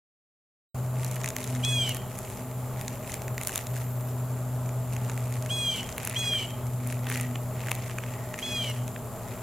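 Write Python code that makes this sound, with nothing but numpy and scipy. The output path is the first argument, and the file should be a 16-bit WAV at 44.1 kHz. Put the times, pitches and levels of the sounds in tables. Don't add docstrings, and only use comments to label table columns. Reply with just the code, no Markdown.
import sys
import numpy as np
from scipy import signal
from scipy.fft import rfft, irfft, next_fast_len
from scipy.io import wavfile
from scipy.ndimage import map_coordinates

SR = 44100
rng = np.random.default_rng(int(sys.argv[2]) if len(sys.argv) > 2 else 0)


def unload_wav(signal):
    wavfile.write(
        sys.argv[1],
        SR,
        np.round(np.clip(np.atleast_2d(signal).T, -1, 1) * 32767).astype(np.int16),
    )


N = 415422


def amp(db):
    return 10 ** (np.asarray(db) / 20)


def unit(x):
    return x / np.sqrt(np.mean(x ** 2) + 1e-20)


def along(points, hz):
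    freqs, values = np.transpose(points)
    return np.interp(np.log(hz + 1), np.log(freqs + 1), values)


def curve(points):
    return np.interp(np.arange(N) / SR, *np.transpose(points))


def wobble(rate, size=N):
    points = rng.standard_normal(int(size * rate / SR) + 4)
    return map_coordinates(points, [np.arange(size) * rate / SR])


def swells(rows, rise_s=.04, fall_s=.055):
    t = np.arange(N) / SR
    gains = [amp(db) * np.exp(-np.maximum(start - t, 0) / rise_s
                              - np.maximum(t - start - length, 0) / fall_s)
             for start, length, db in rows]
    return np.max(gains, axis=0)


def filtered(x, response):
    size = x.shape[-1]
    padded = next_fast_len(size + 2 ** 12)
    return irfft(rfft(x, padded) * response(np.fft.rfftfreq(padded, 1 / SR)), padded)[..., :size]


def coloured(x, spectrum):
    size = 2 ** 9
    cepstrum = irfft(np.log(amp(along(spectrum, np.fft.rfftfreq(size, 1 / SR)))))
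    cepstrum[1:size // 2] *= 2
    cepstrum[size // 2 + 1:] = 0
    pulse = irfft(np.exp(rfft(cepstrum)))
    return signal.oaconvolve(x, pulse[None] / np.linalg.norm(pulse), axes=1)[:, :x.shape[1]]


# (frequency [Hz], likeness [0 to 1])
LIKENESS = [(60, 0.8), (130, 0.9), (290, 0.95), (640, 0.98), (1410, 0.95), (3100, 0.9), (6820, 0.33),
            (15000, 0.022)]


def stereo(pair, likeness=LIKENESS):
    def weights(hz):
        angle = np.arccos(np.clip(along(likeness, hz), -1, 1)) / 2
        return np.array([np.cos(angle), np.sin(angle)])
    mid, side = filtered(pair, weights)
    return np.array([mid + side, mid - side])


def noise(spectrum, size=N):
    white = stereo(rng.standard_normal((2, size)))
    return unit(filtered(white, lambda hz: amp(along(spectrum, hz))))


# (frequency [Hz], relative level [dB])
RUMBLE_COLOUR = [(20, -12.5), (45, -4.5), (80, -1), (108, 3), (140, -2.5), (190, -0.5), (320, -12.5),
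                 (400, -4.5), (520, -10.5), (640, -1.5), (730, -11.5), (820, -7), (950, -12.5), (1250, -13),
                 (1700, -23.5), (4000, -34)]
HISS_COLOUR = [(1000, 10.5), (2500, -3.5), (4000, -0.5), (5600, -12), (6900, 11), (8500, 2.5), (10500, 8.5),
               (14200, 11), (16000, -8)]
# (start [s], length [s], level [dB])
SIZZLE_SWELLS = [(3.6, 0.48, -51), (7.25, .45, -58)]


def night(rumble_db=-40, hiss_db=-49.5, trill_db=-59):
    rumble = amp(rumble_db + 0.83 * wobble(8)) * noise(RUMBLE_COLOUR)
    hiss = amp(hiss_db) * noise(HISS_COLOUR)
    sizzle = noise([(9500, -48), (12000, 2), (13800, -3), (14800, 3), (15800, -39)])
    sizzle *= swells(SIZZLE_SWELLS, rise_s=1, fall_s=.15)
    trill_colour = [(6200, -50), (6900, -16), (7350, 4), (7560, 11), (7750, -50), (8200, -50)]
    trill = amp(trill_db + 1.9 * wobble(40)) * noise(trill_colour)
    return (rumble + hiss + sizzle + trill) * amp([[.4], [-.4]])


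# (time [s], relative level [dB])
FIRING_LEVELS = [(0.76, -32.5), (0.95, -28.5), (1.26, -34), (1.36, -50), (1.48, -33), (1.67, -28),
                 (2.37, -44.5), (2.59, -32.5), (3.02, -40.5), (3.09, -46), (3.33, -32), (3.55, -48),
                 (3.72, -31.5), (5.47, -31), (5.93, -47), (6.22, -34.5), (6.41, -41), (6.7, -30.5),
                 (8.29, -38), (8.44, -50), (8.61, -36), (8.84, -31), (8.94, -41.5), (9.4, -46)]
OCTAVE_LEVELS = [(0.76, -54.5), (1.5, -45), (1.58, -39.5), (2.23, -53.5), (2.44, -42.5), (2.73, -55),
                 (2.88, -46), (3.33, -55), (4.56, -43.5), (5.98, -51), (7.31, -40), (7.54, -52),
                 (8.58, -44.5), (9.4, -53)]
# (multiple of the firing rate, level [dB])
ENGINE_OVERTONES = [(3, -61), (4, -60.5), (5, -56.5)]


def engine(firing_hz=125.9, sink_hz_per_s=.42, hum_hz=110, hum_db=-50):
    rate = firing_hz - sink_hz_per_s * np.arange(N) / SR + 0.389 * wobble(3)
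    phase = 2 * np.pi * (np.cumsum(rate) / SR + 0.015 * wobble(14))
    drone = amp(curve(FIRING_LEVELS) + wobble(28)) * np.sin(phase)
    drone += amp(curve(OCTAVE_LEVELS) - 1 + 1.8 * wobble(13)) * np.sin(2 * phase + 0.29 * wobble(12))
    for multiple, db in ENGINE_OVERTONES:
        drone += amp(db + 2.8 * wobble(4)) * np.sin(multiple * phase + 0.48 * wobble(18))
    hum_gain = amp(hum_db + 2.8 * wobble(1.96))
    hum = hum_gain * np.sin(2 * np.pi * np.cumsum(hum_hz + 2 * wobble(3.1)) / SR)
    return np.sqrt(2) * (drone + hum) * amp([[.35], [-.35]])


# (frequency [Hz], time to fade by 60 dB [s])
ECHO_FADES = [(500, .5), (3000, .6), (8000, .35), (16000, .15)]


def echo(x):
    hz, t, spectrum = signal.stft(rng.standard_normal((2, SR // 2)), SR, nperseg=256)
    fade = amp(-60 * t / along(ECHO_FADES, hz)[:, None])
    tail = stereo(signal.istft(spectrum * fade, SR, nperseg=256)[1])
    delayed = np.pad(x.mean(0), (SR // 128, 0))
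    return signal.fftconvolve(delayed[None], tail / np.linalg.norm(tail[0]), axes=1)[:, :N]


# (start [s], length [s], level [dB])
CLAW_SCRAPES = [(7.1, .12, -49.5), (7.7, 0.11, -63), (8.09, 0.28, -51.5)]
# (frequency [Hz], relative level [dB])
STICK_COLOUR = [(1200, -45), (1700, -23), (1870, 0), (1970, -5), (2150, -14), (3000, -25)]


def claws_on_stick():
    bark = noise(STICK_COLOUR) * amp(2.5 * wobble(60))
    return swells(CLAW_SCRAPES) * unit(bark)


def grains(per_s, scatter_db, fade_s=.0065):
    count = int(per_s * N / SR)
    sizes = amp(scatter_db * np.minimum(rng.exponential(size=count), 3))
    hits = np.bincount(rng.integers(0, N, count), sizes ** 2, N)
    power = signal.oaconvolve(hits, amp(-120 * np.arange(SR // 64) / SR / fade_s))[:N]
    return unit(np.sqrt(np.abs(power)))


# (start [s], length [s], relative grit level [dB], relative sand level [dB])
LEG_DRAGS = [(1.009, 0.18, -56, -46), (1.395, 0.17, -52.5, -45.5), (1.62, 0.34, -56.5, -50),
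             (2.116, 0.29, -59.5, -50), (2.774, 0.19, -59, -53), (3.08, 0.062, -52.5, -45),
             (3.426, .08, -56, -46), (3.541, 0.049, -53, -42), (3.774, 0.04, -58, -46),
             (4.925, 0.72, -59.5, -50), (5.719, .2, -57, -47.5), (6.023, .22, -49, -46.5),
             (6.305, 0.18, -54, -49), (6.874, 0.046, -54, -46.5), (7.093, 0.11, -46, -45),
             (7.615, .3, -52.5, -52), (8.036, 0.12, -55, -58), (8.381, 0.38, -53.5, -50),
             (9.297, 0.23, -58, -68)]


def scuffing(grit_boost_db=3, resting_grit_db=-66.5, resting_sand_db=-56):
    grit_gain = swells([(start, length, db) for start, length, db, _ in LEG_DRAGS])
    grit_gain = amp(grit_boost_db) * (grit_gain + amp(resting_grit_db))
    sand_gain = swells([(start, length, db) for start, length, _, db in LEG_DRAGS])
    sand_gain = np.maximum(sand_gain, amp(resting_sand_db))
    shared = 0.29 * grains(per_s=130, scatter_db=6.5)

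    def crackle(colour):
        white = stereo(rng.standard_normal((2, N)))
        contacts = shared + .5 * grains(per_s=290, scatter_db=3)
        return coloured(unit(white * contacts), colour)
    grit = crackle([(300, -3.5), (1000, -25), (1900, 6), (2600, 3.5), (3600, -6), (5200, -9),
                    (7000, -3), (12000, -33)])
    sand = crackle([(2000, -3), (4800, -5.5), (6800, 1.5), (8500, 1), (10500, 2.5), (13500, -6.5),
                    (16000, -23)])
    return grit_gain * grit + sand_gain * sand


def nudged_stones(per_s=8, boost_db=(8.5, 4, 2), scatter_db=4):
    rows = []
    for start, length, grit_db, sand_db in LEG_DRAGS:
        for _ in range(round(per_s * length)):
            levels_db = np.add([grit_db, sand_db, sand_db], boost_db)
            levels_db += scatter_db * rng.standard_normal(3)
            rows.append((start + length * rng.random(), *levels_db))
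    return rows


# (time [s], knock [dB], snap [dB], tick [dB])
FOOTFALLS = [(1.046, -44, -33.5, -31), (1.113, -47, -35, -34), (1.1575, -50, -42, -34),
             (1.165, -36, -46, -51), (1.2142, -39, -36, -55), (1.2351, -56, -34, -46),
             (1.2432, -26, -31, -31), (1.259, -31, -30, -32), (1.2763, -31.5, -32, -45),
             (1.2874, -42, -28.5, -29), (1.303, -35, -32, -38), (1.3646, -27, -28, -28),
             (1.441, -44, -33, -32), (1.4746, -47, -34, -47), (1.5496, -41, -36, -48),
             (1.6483, -37, -24.5, -34), (1.8927, -34, -34, -26), (1.946, -39, -35.5, -31),
             (1.968, -38, -40, -32), (2.1875, -42, -37, -32), (2.2997, -43, -42, -41),
             (2.8116, -38, -37, -36), (2.88, -35, -28.5, -38), (3.1187, -48, -34, -37),
             (3.1404, -36, -33, -31), (3.2186, -38, -39, -39), (3.2802, -33.5, -37.5, -42),
             (3.3794, -28, -32, -36), (3.4125, -30.5, -35, -33), (3.4337, -39, -35, -30),
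             (3.4485, -47, -37, -41), (3.4716, -37, -28, -21), (3.4818, -39, -36, -31),
             (3.4932, -30.5, -36, -33), (3.5573, -35, -25, -23), (3.577, -40, -28, -26),
             (3.5897, -34, -47, -45), (3.6684, -40, -33.5, -37), (3.7654, -35.5, -38, -40),
             (4.6909, -41, -39, -55), (4.9644, -34, -37, -40), (5.0967, -30.5, -34, -42),
             (5.176, -34, -41, -39), (5.3241, -43, -41, -38), (5.424, -42, -36.5, -40),
             (5.4603, -36, -38, -39), (5.7608, -46, -36, -44), (5.83, -37, -36, -44),
             (5.8905, -36, -35, -54), (5.9254, -44, -37, -53), (5.9802, -27.5, -36, -30),
             (6.031, -37, -38, -36), (6.0497, -46, -37, -25.5), (6.0732, -28, -30, -26),
             (6.0965, -42, -38, -28), (6.192, -41, -40, -34), (6.2423, -35, -37, -49),
             (6.3351, -33, -46, -45), (6.8724, -51, -43, -32), (6.9245, -32.5, -42, -35),
             (7.0689, -29.5, -44, -39), (7.0992, -28, -39, -29), (7.1159, -27, -43, -43),
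             (7.1237, -33, -37, -33), (7.1565, -28, -42, -35), (7.1735, -34, -38, -32),
             (7.1985, -30, -39, -40), (7.2101, -36, -34, -27.5), (7.3565, -29.5, -41, -45),
             (7.6371, -37, -52, -51), (7.6701, -32, -44, -37), (7.6843, -29, -42, -46),
             (7.6928, -39, -40, -40), (7.715, -20, -30, -24.5), (7.751, -45, -37, -33),
             (7.8966, -35, -51, -54), (7.9844, -26, -35, -39), (8.0368, -33, -49, -52),
             (8.341, -30, -37, -47), (8.3887, -31, -36, -39), (8.6439, -36, -38, -39),
             (8.699, -37, -41, -37), (8.8785, -40.5, -38, -40), (8.9613, -32.5, -60, -57)]
# (frequency [Hz], relative level [dB])
KNOCK_COLOUR = [(200, -22), (900, -7), (1400, -3), (1900, 1), (2600, 0), (3400, -12), (7000, -40)]
SNAP_COLOUR = [(2400, -15), (3700, 6), (5000, -2), (6900, 12.5), (8500, -3), (11500, -26)]
TICK_COLOUR = [(6500, -18.5), (9000, -0.5), (10500, 0.5), (13000, -4.5), (16000, -7.5)]


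def footsteps(boost_db=18.5, attack_s=.00033, snap_fade_s=.0035, crumb_db=-23, crumb_fade_s=.016):
    out, lead_in = np.zeros((2, N + SR)), SR // 128
    t = np.arange(-lead_in, SR // 32) / SR
    since_snap = np.maximum(t - .0005, 0)
    attack = 1 - np.exp(-since_snap / attack_s)
    crumbs = amp(crumb_db - 60 * since_snap / crumb_fade_s)
    for time, *levels_db in [*FOOTFALLS, *nudged_stones()]:
        fade_s = snap_fade_s * np.exp(0.11 * rng.standard_normal())
        snap = (amp(-60 * since_snap / fade_s) + crumbs) * attack
        grind = amp(-28 - 60 * np.abs(t) / .02 + 4 * wobble(700, len(t)))
        for db, colour in zip(levels_db, (KNOCK_COLOUR, SNAP_COLOUR, TICK_COLOUR)):
            burst = coloured((snap + grind) * rng.standard_normal((2, len(t))), colour)
            click = stereo(burst, likeness=[(1500, 1), (3500, 0.97), (7000, 0.81), (15000, 0.13)])
            click /= np.linalg.norm(click.mean(0))
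            out[:, round(time * SR) - lead_in:][:, :len(t)] += amp(db + boost_db) * click
    return out[:, :N]


def file_stroke(length, top_hz, speed_loss, speed_up_s=.0086, attack_s=.019, release_s=.021):
    t = np.arange(round(length * SR)) / SR
    tired = (t / length) ** 2.3
    rate = top_hz * (1 - 0.3 * np.exp(-t / speed_up_s)) * (1 - speed_loss * tired)
    fade_in_out = np.minimum(t / attack_s, 1) * np.minimum((length - t) / release_s, 1)
    return rate, fade_in_out * amp(-5 * tired ** 2)


# (multiple of the tooth rate, relative level [dB])
SHELL_OVERTONES = [(2, -29), (3, -13), (4, 0), (5, -22), (6, -22), (7, -24), (8, -15), (9, -24), (10, -13),
                   (11, -27), (14, -25), (15, -28), (16, -29)]
# (frequency [Hz], left minus right [dB])
LEFT_LOUDER = [(2500, 1.3), (3300, 0), (6600, -1.5), (8200, -7.5), (12000, 0)]
# (frequency [Hz], lead [radians])
LEFT_AHEAD = [(2500, -.05), (3300, -.47), (5500, -.3), (6600, -1.5), (8200, -1.7)]


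def shell_tone(rate, teeth, rough, slow, ring_db, shine_db, shell_hz=3208, width_hz=65):
    size, side = len(rate), np.array([[.5], [-.5]])
    in_tune = np.exp(-((4 * rate - shell_hz) / width_hz) ** 2)
    tone = np.zeros((2, size))
    for k, db in SHELL_OVERTONES:
        hz = k * rate.mean()
        db += (k != 4) * (2.6 * wobble(40, size) - 1)
        db += (k == 4) * (ring_db - 5.5 * (1 - in_tune))
        db -= (k < 4) * 1.5 * rough
        db -= (k > 4) * (1 + 3.5 * slow)
        db += (k > 9) * shine_db
        flutter_db = 1.4 * (1 + rough) * wobble(129.6, size)
        gain = amp(db + flutter_db + side * along(LEFT_LOUDER, hz))
        blur = .065 * wobble(200, size) + (k > 4) * (.35 + .8 * slow) * wobble(300, size)
        phase = 2 * np.pi * (k * teeth + rng.random()) + side * along(LEFT_AHEAD, hz)
        tone += gain * np.sin(phase + blur)
    return np.sqrt(2) * tone


# (start [s], length [s], top speed [teeth/s], speed lost by the end [0 to 1],
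# relative level [dB], boost of the shell's ring [dB], boost of overtones above the ninth [dB])
FILE_STROKES = [(1.624, 0.31, 845, 0.17, -28.5, 2, 1), (5.488, 0.34, 833.6, 0.13, -30, 2, 1),
                (6.148, 0.32, 834.4, 0.13, -29.5, 2, -1.5), (8.413, .32, 844.6, 0.18, -29.5, -0.5, -10)]
# (frequency [Hz], relative level [dB])
RASP_COLOUR = [(1200, -32), (2300, -19), (3100, -11), (4000, 15.5), (6000, -1), (8300, 12), (10000, 3),
               (16000, -52)]


def squeaks(catch_hz=767.5, catch_width_hz=27):
    out = np.zeros((2, N))
    for start, length, top_hz, speed_loss, db, ring_db, shine_db in FILE_STROKES:
        rate, pressure = file_stroke(length, top_hz, speed_loss)
        size = len(rate)
        rough = np.exp(-(np.maximum(rate - catch_hz, 0) / catch_width_hz) ** 2)
        slow = np.clip((825 - rate) / 60, 0, 1)
        jitter = (.005 + .008 * slow) * wobble(170, size) + .03 * rough * wobble(500, size)
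        teeth = np.cumsum(rate) / SR + jitter
        tone = shell_tone(rate, teeth, rough, slow, ring_db, shine_db)
        rasp = amp(-27 + 9 * np.maximum(rough, slow / 2)) * noise(RASP_COLOUR, size)
        rasp *= 1 + np.cos(2 * np.pi * teeth)
        friction = amp(-24) * noise(HISS_COLOUR, size)
        force = pressure * amp(db + wobble(37, size))
        out[:, round(start * SR):][:, :size] += force * (tone + rasp + friction)
    return out


def scene():
    voice = squeaks()
    feet = footsteps() + scuffing() + claws_on_stick()
    echoes = echo(amp(-16) * voice + amp(-19) * feet)
    return voice + feet + echoes + engine() + night()


def record(dry, start_s=.744, top_hz=16000):
    fade_in = np.clip((np.arange(N) / SR - start_s) / .004, 0, 1)
    return filtered(dry * fade_in, lambda hz: hz < top_hz)


dry = scene()
out = record(dry)
unload_wav(out)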